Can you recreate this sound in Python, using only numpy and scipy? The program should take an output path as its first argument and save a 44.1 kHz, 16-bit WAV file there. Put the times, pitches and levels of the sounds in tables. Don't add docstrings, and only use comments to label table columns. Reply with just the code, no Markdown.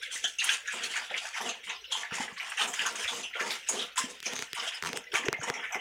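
import sys
import numpy as np
from scipy import signal
from scipy.fft import rfft, irfft, next_fast_len
from scipy.io import wavfile
from scipy.ndimage import uniform_filter1d, map_coordinates

SR = 44100
rng = np.random.default_rng(int(sys.argv[2]) if len(sys.argv) > 2 else 0)


def persist_wave(psi):
    counts = np.round(np.clip(psi, -1, 1) * 32767).astype(np.int16)
    wavfile.write(sys.argv[1], SR, np.atleast_2d(counts).T)


def elevation(decibels):
    levels = np.asarray(decibels, float)
    return 10 ** (levels / 20)


N = 256030

# (frequency [Hz], density [dB per Hz])
MOUTH_SPECTRUM = [(800, -120), (1150, -29), (1350, -6.5), (1600, -3.5), (2400, -4), (3200, 0), (3800, -7.5),
                  (4600, -29), (7000, -120)]
# (frequency [Hz], density [dB per Hz])
SPRAY_SPECTRUM = [(2400, -120), (3500, -13.5), (4500, -6.5), (6600, -4.5), (8500, -9.5), (10500, -15.5),
                  (11500, -25.5), (16000, -31.5)]


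def unit(x):
    return x / np.sqrt(np.mean(x ** 2) + 1e-20)


def curve(rows):
    return np.interp(np.arange(N) / SR, *np.transpose(rows))


def along(points, hz):
    f, v = np.transpose(points)
    return np.interp(np.log(hz + 1), np.log(f + 1), v)


def filtered(x, response):
    m = next_fast_len(len(x) + 4096)
    return irfft(rfft(x, m) * response(np.fft.rfftfreq(m, 1 / SR)), m)[:len(x)]


def coloured(x, spectrum):
    return unit(filtered(x, lambda hz: elevation(along(spectrum, hz))))


def resonance(hz, width_hz):
    def response(f):
        single = 1j * f * width_hz / (hz * hz - f * f + 1j * f * width_hz)
        return single ** 2 * np.minimum(f / hz, 1) ** 2
    return response


def formant(x, hz, width_hz, lift_db):
    f, t, z = signal.stft(x, SR, nperseg=256)
    at = np.minimum((t * SR).astype(int), N - 1)
    lift = elevation(lift_db[at] / (1 + ((f[:, None] - hz[at]) / width_hz) ** 2))
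    lift = lift / np.sqrt(np.mean(lift[8:22] ** 2, axis=0))
    return signal.istft(z * lift, SR, nperseg=256)[1][:N]


def patchy(x, depth_db, bins, frames, size=256):
    z = signal.stft(x, nperseg=size)[2]
    field = uniform_filter1d(rng.standard_normal(z.shape), bins, 0)
    field = uniform_filter1d(field, frames, 1)
    return signal.istft(z * elevation(depth_db * unit(field)), nperseg=size)[1][:len(x)]


def crackle(n, per_s, spread_db, hiss):
    hardness = elevation(spread_db * rng.standard_normal(n).clip(-2, 2))
    bursts = (rng.random(n) < per_s / SR) * hardness
    signs = np.sign(rng.standard_normal(n))
    return unit(unit(bursts * signs) + hiss * rng.standard_normal(n))


def bubbles(count, centre_hz, octaves, cycles):
    draw, t = rng.random((count, 2)), np.arange(1024) / SR
    hz = centre_hz * 2 ** (octaves * rng.standard_normal((count, 1)).clip(-2, 2))
    life = t * hz / cycles
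    size = elevation(2.6 * np.minimum(-np.log(draw[:, 1:] + 1e-9), 3))
    swing = np.sin(2 * np.pi * hz * t * (1 + 0.12 * life))
    tones = size * life * np.exp(-4 * life) * swing
    at = (draw[:, :1] * N).astype(int) + np.arange(1024)
    return unit(np.bincount(at.ravel(), tones.ravel())[:N])


def rings(events, rise, attack_s):
    out, t = np.zeros(N + SR), np.arange(SR // 5) / SR
    for s, db, hz, t60 in events:
        phase = 2 * np.pi * hz * (t + rise * t * t)
        decay = elevation(db - 60 * t / np.clip(t60, 0.01, 0.3))
        out[round(s * SR):][:len(t)] += decay * (1 - np.exp(-t / attack_s)) * np.sin(phase)
    return out[:N]


def squeezes(events, sharpness, attack_share):
    out, t = np.zeros(N + SR), np.arange(SR // 5) / SR
    for s, db, hz, t60 in events:
        t60 = np.clip(t60, 0.01, 0.3)
        films = crackle(len(t), per_s=2200, spread_db=5.5, hiss=0.66)
        burst = unit(filtered(films, resonance(hz, hz / sharpness)))
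        swell = 1 - np.exp(-t / (attack_share * t60))
        out[round(s * SR):][:len(t)] += elevation(db + 5 - 60 * t / t60) * swell * burst
    return out[:N]


def effort(starts, holds, levels_db, rise_s, sag_db_per_s, fall_db_per_s, rest_db):
    step = 32
    t = np.arange(0, N + step, step) / SR - np.reshape(starts, (-1, 1))
    sag_db = sag_db_per_s * t.clip(0)
    fall_db = fall_db_per_s * (t - np.reshape(holds, (-1, 1))).clip(0)
    gain = elevation(np.reshape(levels_db, (-1, 1)) - sag_db - fall_db) * np.clip(t / rise_s, 0, 1) ** 2
    power = np.sum(gain ** 2, axis=0) + elevation(rest_db) ** 2
    return np.interp(np.arange(N) / step, np.arange(len(power)), np.sqrt(power))


def air():
    # (frequency [Hz], density [dB per Hz])
    hum_spectrum = [(15, -70), (30, -30), (42, -2), (54, -6), (75, -13), (150, -27), (400, -34.5)]
    # (frequency [Hz], density [dB per Hz])
    pen_spectrum = [(1000, -47), (1500, -14), (3000, -1.5), (4100, -5.5), (5000, 0.5), (6400, -6),
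                    (7100, -21), (16000, -28)]
    # (frequency [Hz], density [dB per Hz])
    hiss_spectrum = [(8000, -120), (10800, 0), (16000, -4)]
    hum = elevation(-72) * coloured(rng.standard_normal(N), hum_spectrum)
    breath = patchy(rng.standard_normal(N), depth_db=7, bins=3, frames=5, size=1024)
    trough = elevation(-69.5) * unit(filtered(breath, resonance(480, width_hz=190)))
    munching = patchy(rng.standard_normal(N), depth_db=8.5, bins=3, frames=18)
    far = elevation(-55.5) * coloured(munching, pen_spectrum)
    hiss = elevation(-79) * coloured(rng.standard_normal(N), hiss_spectrum)
    return hum + trough + far + hiss


def walls(x):
    # (frequency [Hz], t60 [s])
    wall_decay = [(300, 0.24), (2500, 0.26), (10000, 0.06)]
    hz, t, z = signal.stft(rng.standard_normal(SR // 3), SR, nperseg=256)
    fade = elevation(-60 * t / along(wall_decay, hz)[:, None])
    tail = signal.istft(z * fade, SR, nperseg=256)[1]
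    delayed = np.pad(x, (150, 0))
    return signal.fftconvolve(delayed, tail / np.linalg.norm(tail))[:N]


def late_notch(x):
    # (time [s], level [dB])
    notch_depth = [(4.9, -2), (5.56, -4), (5.66, -18)]
    return formant(x, np.full(N, 4350), 490, lift_db=curve(notch_depth))


def creaks():
    # (start [s], end [s], slip rate [1/s], level [dB])
    slides = [
        (2.636, 2.805, 124, -31),
        (2.826, 2.85, 85, -32),
        (2.928, 2.965, 105, -31),
    ]
    out = np.zeros(N)
    for start, end, per_s, db in slides:
        draw = rng.standard_normal((40, 2))
        s = start + (np.arange(40) + 0.12 * draw[:, 0]) / per_s
        out[(s[s < end] * SR).astype(int)] = elevation(db + 2.2 * draw[s < end, 1])
    return filtered(out, lambda f: 1 / (1 + (7000 / (f + 1)) ** 4))


def ticks():
    # (time [s], edge [dB], knock [dB], knock frequency [Hz], thump [dB])
    slips = [(4.2033, -36.7, -30.4, 2800, -51.4), (4.2288, -35.5, -28.9, 2020, -46.7),
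             (4.335, -31.8, -24.2, 2070, -39.5), (4.3645, -34.4, -23.4, 2020, -40.4),
             (4.3915, -31.2, -21.1, 2150, -35.6), (4.4241, -31.1, -19.2, 1940, -37.1),
             (4.5318, -27.5, -21.2, 2370, -37.9), (4.8251, -31.7, -19.1, 1810, -37.6),
             (4.8373, -33.6, -21.4, 1350, -36.8), (4.8495, -35.3, -21.7, 1500, -36.3),
             (4.8605, -35.1, -20.6, 1550, -38.8), (4.8726, -30.7, -20.9, 2000, -35.0),
             (4.891, -33.9, -24.1, 1230, -37.3), (4.9312, -30.9, -20.2, 2000, -34.2),
             (4.9731, -27.8, -21.3, 1720, -37.1), (5.1411, -31.1, -20.1, 1590, -33.7),
             (5.2829, -48, -21, 1500, -50), (5.2849, -35, -11.5, 2050, -19.1),
             (5.3289, -25.5, -16.5, 1300, -32), (5.5003, -30.0, -14.2, 1740, -26.0)]
    out = np.zeros(N + SR)
    t = np.arange(SR // 20) / SR - 0.001
    for s, edge_db, knock_db, hz, thump_db in slips:
        edge = -elevation(edge_db + 10) * np.exp(-(t / 0.00003) ** 2) * np.cos(2 * np.pi * 7000 * t)
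        snap_hz = rng.normal(4600, 500)
        snap = np.exp(-((t - 0.0001) / 0.00014) ** 2) * np.sin(2 * np.pi * snap_hz * t)
        snap = elevation((edge_db + knock_db) / 2 + 4) * snap
        u = t - 0.00042
        before, after = np.exp(-(u * hz / 0.43) ** 2), np.exp(-(u.clip(0) * hz / 0.62) ** 1.3)
        knock = -elevation(knock_db + 1.5) * np.where(u < 0, before, after) * np.sin(2 * np.pi * hz * u)
        swell = np.clip(t / 0.002, 0, 1) ** 2 * elevation(-60 * np.abs(t - 0.003) / 0.022)
        thump = elevation(1.2 * thump_db + 4) * swell * np.cos(2 * np.pi * 410 * (t - 0.0023))
        push = elevation(thump_db - 12 - 60 * np.abs(t) / 0.05) * np.sin(2 * np.pi * 140 * t.clip(0))
        out[round((s - 0.001) * SR):][:len(t)] += edge + snap + knock + thump + push
    return out[:N]


def trough_bumps():
    # (time [s], level before the attack [dB], frequency [Hz], t60 [s])
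    bumps = [
        (2.121, -28.5, 182, 0.024),
        (2.324, -38, 204, 0.033),
        (3.048, -47, 72.7, 0.066),
        (3.149, -41, 183, 0.018),
        (4.829, -44.5, 166, 0.42),
        (4.898, -38, 205, 0.046),
        (5.387, -20, 690, 0.01),
    ]
    return rings(bumps, rise=0, attack_s=0.0021)


def plops():
    # (time [s], level before the slow attack [dB], frequency [Hz], t60 [s])
    pockets = [(0.026, -10.5, 1590, 0.038), (0.49, -3.5, 1584, 0.047), (0.679, -10, 1629, 0.048),
               (1.11, -9, 790, 0.02), (1.42, -17.5, 690, 0.044), (2.108, -12, 1370, 0.023),
               (2.2, -8, 243, 0.027), (2.375, -20.5, 1090, 0.037), (3.35, -21, 1360, 0.083),
               (3.711, -20, 456, 0.028), (3.977, -7.5, 991, 0.054), (4.039, -8.5, 248, 0.029),
               (5.068, -20, 1950, 0.04), (5.14, -14.5, 1477, 0.07), (5.346, -3, 2080, 0.026),
               (5.478, -13.5, 545, 0.028), (5.763, -28, 1950, 0.067)]
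    return rings(pockets, rise=1.42, attack_s=0.023)


def sloshes():
    # (time [s], level [dB], frequency [Hz], t60 [s])
    shifts = [(.238, -47, 720, 0.12), (1.243, -39.5, 730, 0.067), (1.403, -32, 865, 0.056),
              (1.455, -57, 497, 0.49), (1.66, -59.5, 200, 0.14), (2.18, -35, 870, 0.055),
              (2.578, -37, 1310, 0.053), (2.79, -48, 280, .08), (3.05, -38, 1300, 0.053),
              (3.055, -48.5, 547, 0.075), (3.122, -39.5, 900, 0.069), (3.35, -41.5, 504, 0.14),
              (3.443, -44, 1300, .07), (3.87, -53, 1350, 0.25), (3.958, -44, 1310, 0.06),
              (4.665, -43.5, 687, 0.083), (4.865, -40, 253, 0.17), (4.98, -49, 398, 0.055),
              (5.105, -54, 396, 0.16), (5.142, -37.5, 660, 0.087), (5.243, -40, 302, 0.082),
              (5.352, -51, 500, .03), (5.39, -41, 131, 0.05), (5.503, -49, 900, .04)]
    return squeezes(shifts, sharpness=2.8, attack_share=0.057)


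def spurts():
    # (time [s], level [dB], frequency [Hz], t60 [s])
    squirts = [(.028, -55, 10200, 0.045), (.155, -60, 12500, 0.18), (.243, -41, 6500, .03),
               (.4378, -46, 7500, 0.017), (.443, -28, 9400, 0.043), (.505, -56, 13000, .08),
               (.715, -43.5, 7400, 0.26), (.838, -51, 10000, 0.084), (.964, -38.5, 6770, .09),
               (1.34, -45, 5700, 0.091), (1.41, -50, 10700, 0.12), (1.678, -60, 8000, 0.041),
               (1.915, -41, 6000, 0.055), (2.15, -41, 6850, 0.091), (2.328, -55.5, 6640, 0.18),
               (2.377, -42, 4250, 0.086), (2.497, -42, 8140, 0.059), (2.672, -38, 7100, 0.19),
               (2.737, -37, 6800, 0.054), (2.838, -55, 8000, .04), (2.862, -43, 9800, 0.059),
               (2.868, -41, 4570, 0.12), (3.13, -59, 12400, 0.18), (3.228, -43, 3870, 0.042),
               (3.398, -45, 4600, 0.061), (3.505, -50, 12000, .15), (3.68, -51, 6050, 0.069),
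               (3.69, -35, 8200, .08), (3.958, -41, 6900, 0.036), (3.98, -34, 5250, .08),
               (3.98, -50, 11000, .1), (4.258, -33, 5350, 0.086), (4.545, -45, 8650, 0.094),
               (4.595, -36.5, 5000, 0.088), (4.745, -50, 8700, 0.074), (4.96, -41, 8000, 0.1),
               (5.128, -51, 8350, 0.085), (5.251, -40.5, 6100, 0.11), (5.41, -47, 6000, 0.07),
               (5.718, -59, 12500, .14)]
    return squeezes(squirts, sharpness=3.7, attack_share=0.038)


def squelches():
    # (time [s], level [dB], frequency [Hz], t60 [s])
    presses = [(.03, -32.5, 3300, 0.048), (.155, -38, 1850, 0.13), (.243, -26.5, 3070, 0.021),
               (.392, -31.5, 3740, 0.11), (.4915, -18, 2690, 0.013), (.718, -43, 3100, 0.17),
               (.8, -38, 1620, 0.15), (.964, -34, 2940, .07), (1.105, -43, 532, 0.14),
               (1.155, -46, 1770, 0.08), (1.25, -39.5, 1670, 0.11), (1.34, -38, 2050, 0.13),
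               (1.525, -44, 2200, .08), (1.8, -64, 3300, .08), (1.917, -30.5, 3500, 0.095),
               (1.945, -38, 950, 0.081), (2.03, -35, 1740, 0.055), (2.121, -37, 497, 0.016),
               (2.203, -34, 800, 0.056), (2.275, -38.5, 1820, 0.099), (2.595, -29, 2880, 0.13),
               (2.605, -30, 1270, 0.093), (2.736, -42, 1310, 0.059), (2.79, -32.5, 1690, 0.14),
               (2.853, -29.5, 1320, 0.048), (2.858, -34, 2900, .07), (2.872, -34.5, 1660, 0.039),
               (3.331, -35, 2070, 0.16), (3.355, -62, 306, .1), (3.388, -32.5, 1340, 0.12),
               (3.503, -33.5, 4300, 0.11), (3.504, -37, 3560, 0.043), (3.791, -39, 3550, 0.043),
               (3.974, -32.5, 3250, 0.075), (4.008, -36.5, 1750, 0.12), (4.268, -31, 2430, 0.016),
               (4.478, -46.5, 1750, 0.066), (4.566, -38, 960, 0.091), (4.594, -33.5, 3030, 0.084),
               (4.872, -38, 2420, 0.14), (5.128, -40.5, 377, 0.1), (5.147, -29, 1380, 0.038),
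               (5.235, -33.5, 1830, 0.066), (5.264, -28.5, 380, 0.028), (5.336, -30.5, 2030, 0.059),
               (5.362, -41, 1930, 0.06), (5.411, -39, 1490, 0.053), (5.47, -40, 750, 0.12),
               (5.627, -37, 1820, .06), (5.725, -39, 2330, 0.065)]
    return squeezes(presses, sharpness=3.3, attack_share=0.047)


def smacks():
    # (time [s], peak level [dB], mouth [Hz], spray relative
    # level [dB], t60 [s])
    partings = [(0.0235, -22.5, 1670, -5, 0.027), (0.3849, -21.5, 2640, 0.5, 0.22),
                (0.4415, -12.5, 1260, 9, 0.021), (0.834, -19, 3120, -1.5, 0.09),
                (1.1748, -19, 3240, -2.5, 0.081), (1.4121, -33.5, 920, 7.5, 0.072),
                (1.488, -26.5, 3600, 3.5, 0.17), (2.5706, -22.5, 2670, -0.5, 0.097),
                (2.6138, -12, 3140, -16, 0.067), (2.733, -22.5, 2200, 2, 0.06),
                (2.86, -18.5, 920, 1.5, 0.12), (2.9565, -23, 2800, 6, 0.028),
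                (3.0769, -16.5, 3450, -6.5, 0.086), (3.687, -26, 805, 16, 0.15),
                (3.977, -20.5, 1070, 7.5, 0.1), (4.2572, -30, 3020, 10, 0.15), (4.3537, -32, 3380, 6, 0.24),
                (4.574, -28.5, 1280, 0, 0.18), (4.954, -25.5, 2120, -2, 0.13),
                (5.117, -22, 2730, -7.5, 0.054), (5.2486, -28, 2010, -9, 0.17),
                (5.4314, -37.5, 1390, 16.5, 0.1), (5.537, -29, 2230, 1.5, 0.22),
                (5.7216, -34.5, 1670, 6, 0.2),
                (0.2392, -17.5, 3190, -1.5, 0.14), (0.4902, -3, 3160, -20, 0.036),
                (0.53, -20, 3300, 1, 0.089), (0.6737, -27, 1600, -0.5, 0.18),
                (0.9547, -20.5, 1850, -4.5, 0.17), (1.1379, -16.5, 1950, -31, 0.066),
                (1.693, -22, 2400, -5.5, 0.14), (1.842, -26, 3140, -28, 0.069),
                (1.921, -23, 3280, 0.5, 0.25), (2.046, -24, 1730, -10, 0.098),
                (2.1077, -20, 1360, -23, 0.075), (2.397, -23.5, 2420, -11, 0.13),
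                (2.5177, -10.5, 1550, -24, 0.03), (2.7906, -13.5, 2730, -14, 0.078),
                (3.038, -19, 2250, -24, 0.12), (3.2322, -25.5, 2570, -3, 0.19),
                (3.398, -16.5, 2160, -8, 0.11), (3.502, -24, 3640, -24, 0.19),
                (3.79, -22.5, 3300, -12, 0.22), (4.673, -20.5, 2590, -7, 0.13),
                (5.039, -39, 2050, 5, 0.028), (5.144, -15, 2360, -7.5, 0.16),
                (5.6366, -21.5, 1900, -34, 0.095), (5.743, -18, 2250, -40, 0.073)]
    out, t = np.zeros(N + SR), np.arange(SR // 4) / SR
    crack, swell = 1 - np.exp(-t / 0.0011), 1 - np.exp(-t / 0.0057)
    for s, db, hz, spray_db, t60 in partings:
        jet_hz = 5765 + 71 * (db + spray_db + 26.5) + 332 * rng.standard_normal()
        shape_db = 7.3 * rng.standard_normal(40)
        films = crackle(len(t), per_s=2900, spread_db=3.5, hiss=0.72)
        tear = filtered(films, lambda f: elevation(np.interp(f / 550, range(40), shape_db)))
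        cavity = unit(filtered(tear, resonance(hz, width_hz=1000)))
        cavity = cavity + 0.62 * coloured(tear, MOUTH_SPECTRUM)
        mist = filtered(tear, lambda f: np.minimum(f / jet_hz, 1) ** 3)
        jet = unit(filtered(tear, resonance(jet_hz, width_hz=1300)))
        jet = jet + 0.9 * coloured(mist, SPRAY_SPECTRUM)
        fade = elevation(db - 7.5 - 60 * t / np.clip(t60, 0.02, 0.5))
        out[round(s * SR):][:len(t)] += fade * (swell * cavity + elevation(spray_db - 8.0) * crack * jet)
    return out[:N]


def slurp():
    # (time [s], hold [s], suction [dB], spray through the lips [dB])
    sucks = [(0.0, 0.06, -38, -53), (0.095, 0.096, -39, -43), (0.213, 0.085, -41.5, -44.5),
             (0.405, 0.14, -34, -40), (0.469, 0.031, -28, -38.5), (0.642, 0.35, -36.5, -50),
             (1.016, 0.052, -44, -57), (0.812, 0.031, -37, -40.5), (0.927, 0.038, -34, -62),
             (1.087, 0.046, -35, -54), (1.142, .15, -38.5, -48.5), (1.319, 0.19, -36.5, -47.5),
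             (1.622, 0.056, -46, -51), (1.656, 0.022, -34.5, -53), (1.893, 0.12, -39, -47.5),
             (2.114, 0.1, -31.5, -40.5), (2.354, 0.2, -38, -52), (2.566, 0.07, -30, -39),
             (2.717, 0.18, -33.5, -43.5), (2.938, 0.26, -38, -44.5), (3.329, 0.15, -37, -54),
             (3.373, 0.13, -60, -43), (3.487, 0.056, -32, -40.5), (3.653, 0.17, -39, -45),
             (3.953, 0.037, -30, -30.5), (4.065, 0.047, -49.5, -48.5), (4.214, 0.22, -38.5, -48),
             (4.529, 0.15, -35.5, -47), (4.707, 0.068, -38, -55.5), (4.808, 0.11, -41.5, -48),
             (5.122, 0.066, -31.5, -40), (5.312, 0.03, -45, -80), (5.415, 0.065, -36.5, -48),
             (5.58, 0.21, -39, -65)]
    # (time [s], hold [s], throat [dB], jowl [dB], jowl lag [s])
    gulps = [(0.113, 0.073, -52.5, -60, 0.035), (0.22, 0.06, -56, -51.5, 0.01),
             (0.406, 0.16, -42, -58, 0.047), (0.711, 0.2, -45.5, -49.5, 0.02),
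             (0.931, 0.09, -42, -61, 0.031), (1.093, 0.088, -46.5, -55, 0.002),
             (1.191, 0.13, -47.5, -75, 0.01), (1.334, 0.2, -38.5, -46, 0.063),
             (1.658, 0.08, -44.5, -59, 0.011), (1.903, 0.15, -43.5, -61, 0.057),
             (2.11, 0.2, -43, -49, 0.0059), (2.386, 0.14, -43.5, -65.5, 0.0073),
             (2.575, 0.17, -39.5, -48, 0.028), (2.764, 0.27, -41, -48, 0.044),
             (3.065, 0.19, -42, -48, 0.04), (3.345, 0.2, -37, -40.5, 0.055),
             (3.672, 0.18, -43, -44.5, 0.025), (3.943, 0.19, -49, -48.5, 0.052),
             (4.245, .2, -43.5, -47, 0.013), (4.548, 0.1, -44, -52, 0.031), (4.682, 0.1, -49.5, -75, 0.01),
             (4.813, 0.17, -43.5, -44.5, 0.086), (5.115, 0.25, -39.5, -45.5, 0.07),
             (5.409, 0.24, -40, -48, 0.0045), (5.695, 0.069, -40.5, -39.5, 0.056)]
    # (frequency [Hz], density [dB per Hz])
    jowl_spectrum = [(40, -120), (80, -60), (160, -9.5), (250, 2), (330, -6.5), (480, 6), (600, -5),
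                     (700, -3), (900, -120)]
    # (frequency [Hz], density [dB per Hz])
    throat_spectrum = [(400, -120), (600, -17.5), (720, -3), (900, -3), (1200, -4.5), (1400, -8),
                       (2000, -120)]
    # (time [s], resonance [Hz])
    opening = [(0.0, 2500), (0.23, 3360), (0.69, 1790), (0.84, 2740), (1.0, 1870), (1.21, 2270),
               (1.34, 2070), (1.5, 2620), (1.9, 3550), (2.09, 2070), (2.62, 2450), (2.86, 1890),
               (3.15, 2740), (3.35, 1960), (3.78, 2830), (4.51, 2020), (5.5, 2100), (5.81, 2150)]
    # (time [s], level [dB])
    focus = [(4.9, 7.5), (5.3, 20)]
    suck_s, suck_hold, suction_db, spray_db = np.transpose(sucks)
    gulp_s, gulp_hold, throat_db, jowl_db, lag = np.transpose(gulps)

    clumps_per_s = 45
    draws = rng.standard_normal(N * clumps_per_s // SR + 4)
    clumps = map_coordinates(draws, [np.arange(N) * clumps_per_s / SR])
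    wet = crackle(N, per_s=3500, spread_db=1, hiss=0.76) * elevation(3.05 * clumps)
    spits = 0.6 * crackle(N, per_s=400, spread_db=5, hiss=0)
    gurgle = bubbles(count=900, centre_hz=879, octaves=0.52, cycles=11.0)
    squelch = bubbles(count=2500, centre_hz=2320, octaves=0.476, cycles=11.6)

    jowl = coloured(patchy(wet, depth_db=1.5, bins=2, frames=5, size=1024), jowl_spectrum)
    jowl_hold = gulp_hold - lag - 0.018
    jowl = jowl * effort(gulp_s + lag, jowl_hold, jowl_db,
                         rise_s=0.0088, sag_db_per_s=32, fall_db_per_s=282, rest_db=-77)

    throat = coloured(patchy(wet, depth_db=4.5, bins=3, frames=5, size=1024), throat_spectrum)
    throat = throat + 0.6 * coloured(gurgle, throat_spectrum)
    throat = throat * effort(gulp_s, gulp_hold, throat_db - 4.0,
                             rise_s=0.024, sag_db_per_s=35, fall_db_per_s=310, rest_db=-80)

    mouth = coloured(patchy(wet, depth_db=4, bins=4, frames=7, size=512), MOUTH_SPECTRUM)
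    mouth = mouth + 0.55 * coloured(squelch, MOUTH_SPECTRUM)
    mouth = formant(mouth, curve(opening), 1400, lift_db=curve(focus))
    mouth = mouth * effort(suck_s, suck_hold, suction_db - 4.5,
                           rise_s=0.017, sag_db_per_s=11.5, fall_db_per_s=185, rest_db=-56)

    spray = coloured(patchy(wet + spits, depth_db=3, bins=3, frames=40), SPRAY_SPECTRUM)
    spray = spray * effort(suck_s, suck_hold, spray_db,
                           rise_s=0.029, sag_db_per_s=-9.5, fall_db_per_s=252, rest_db=-97)
    return jowl + throat + mouth + spray


def scene():
    pigs = slurp() + smacks() + plops() + trough_bumps()
    pigs = pigs + squelches() + spurts() + sloshes()
    pen = late_notch(pigs + elevation(-11.5) * walls(pigs) + air())
    return (pen + ticks() + creaks())[None]


def top_cut(x):
    return signal.sosfilt(signal.butter(12, 16660, fs=SR, output="sos"), x)


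def record(dry):
    low_hz, top_hz = 45.6, 15900

    def band(hz):
        skirt = elevation(-25) * (hz < top_hz + 700)
        return np.where(hz < top_hz, 1, skirt) * hz ** 4 / (hz ** 4 + low_hz ** 4)

    mix = filtered(dry[0], band)[None]
    return top_cut(mix)


dry = scene()
out = record(dry)
persist_wave(out)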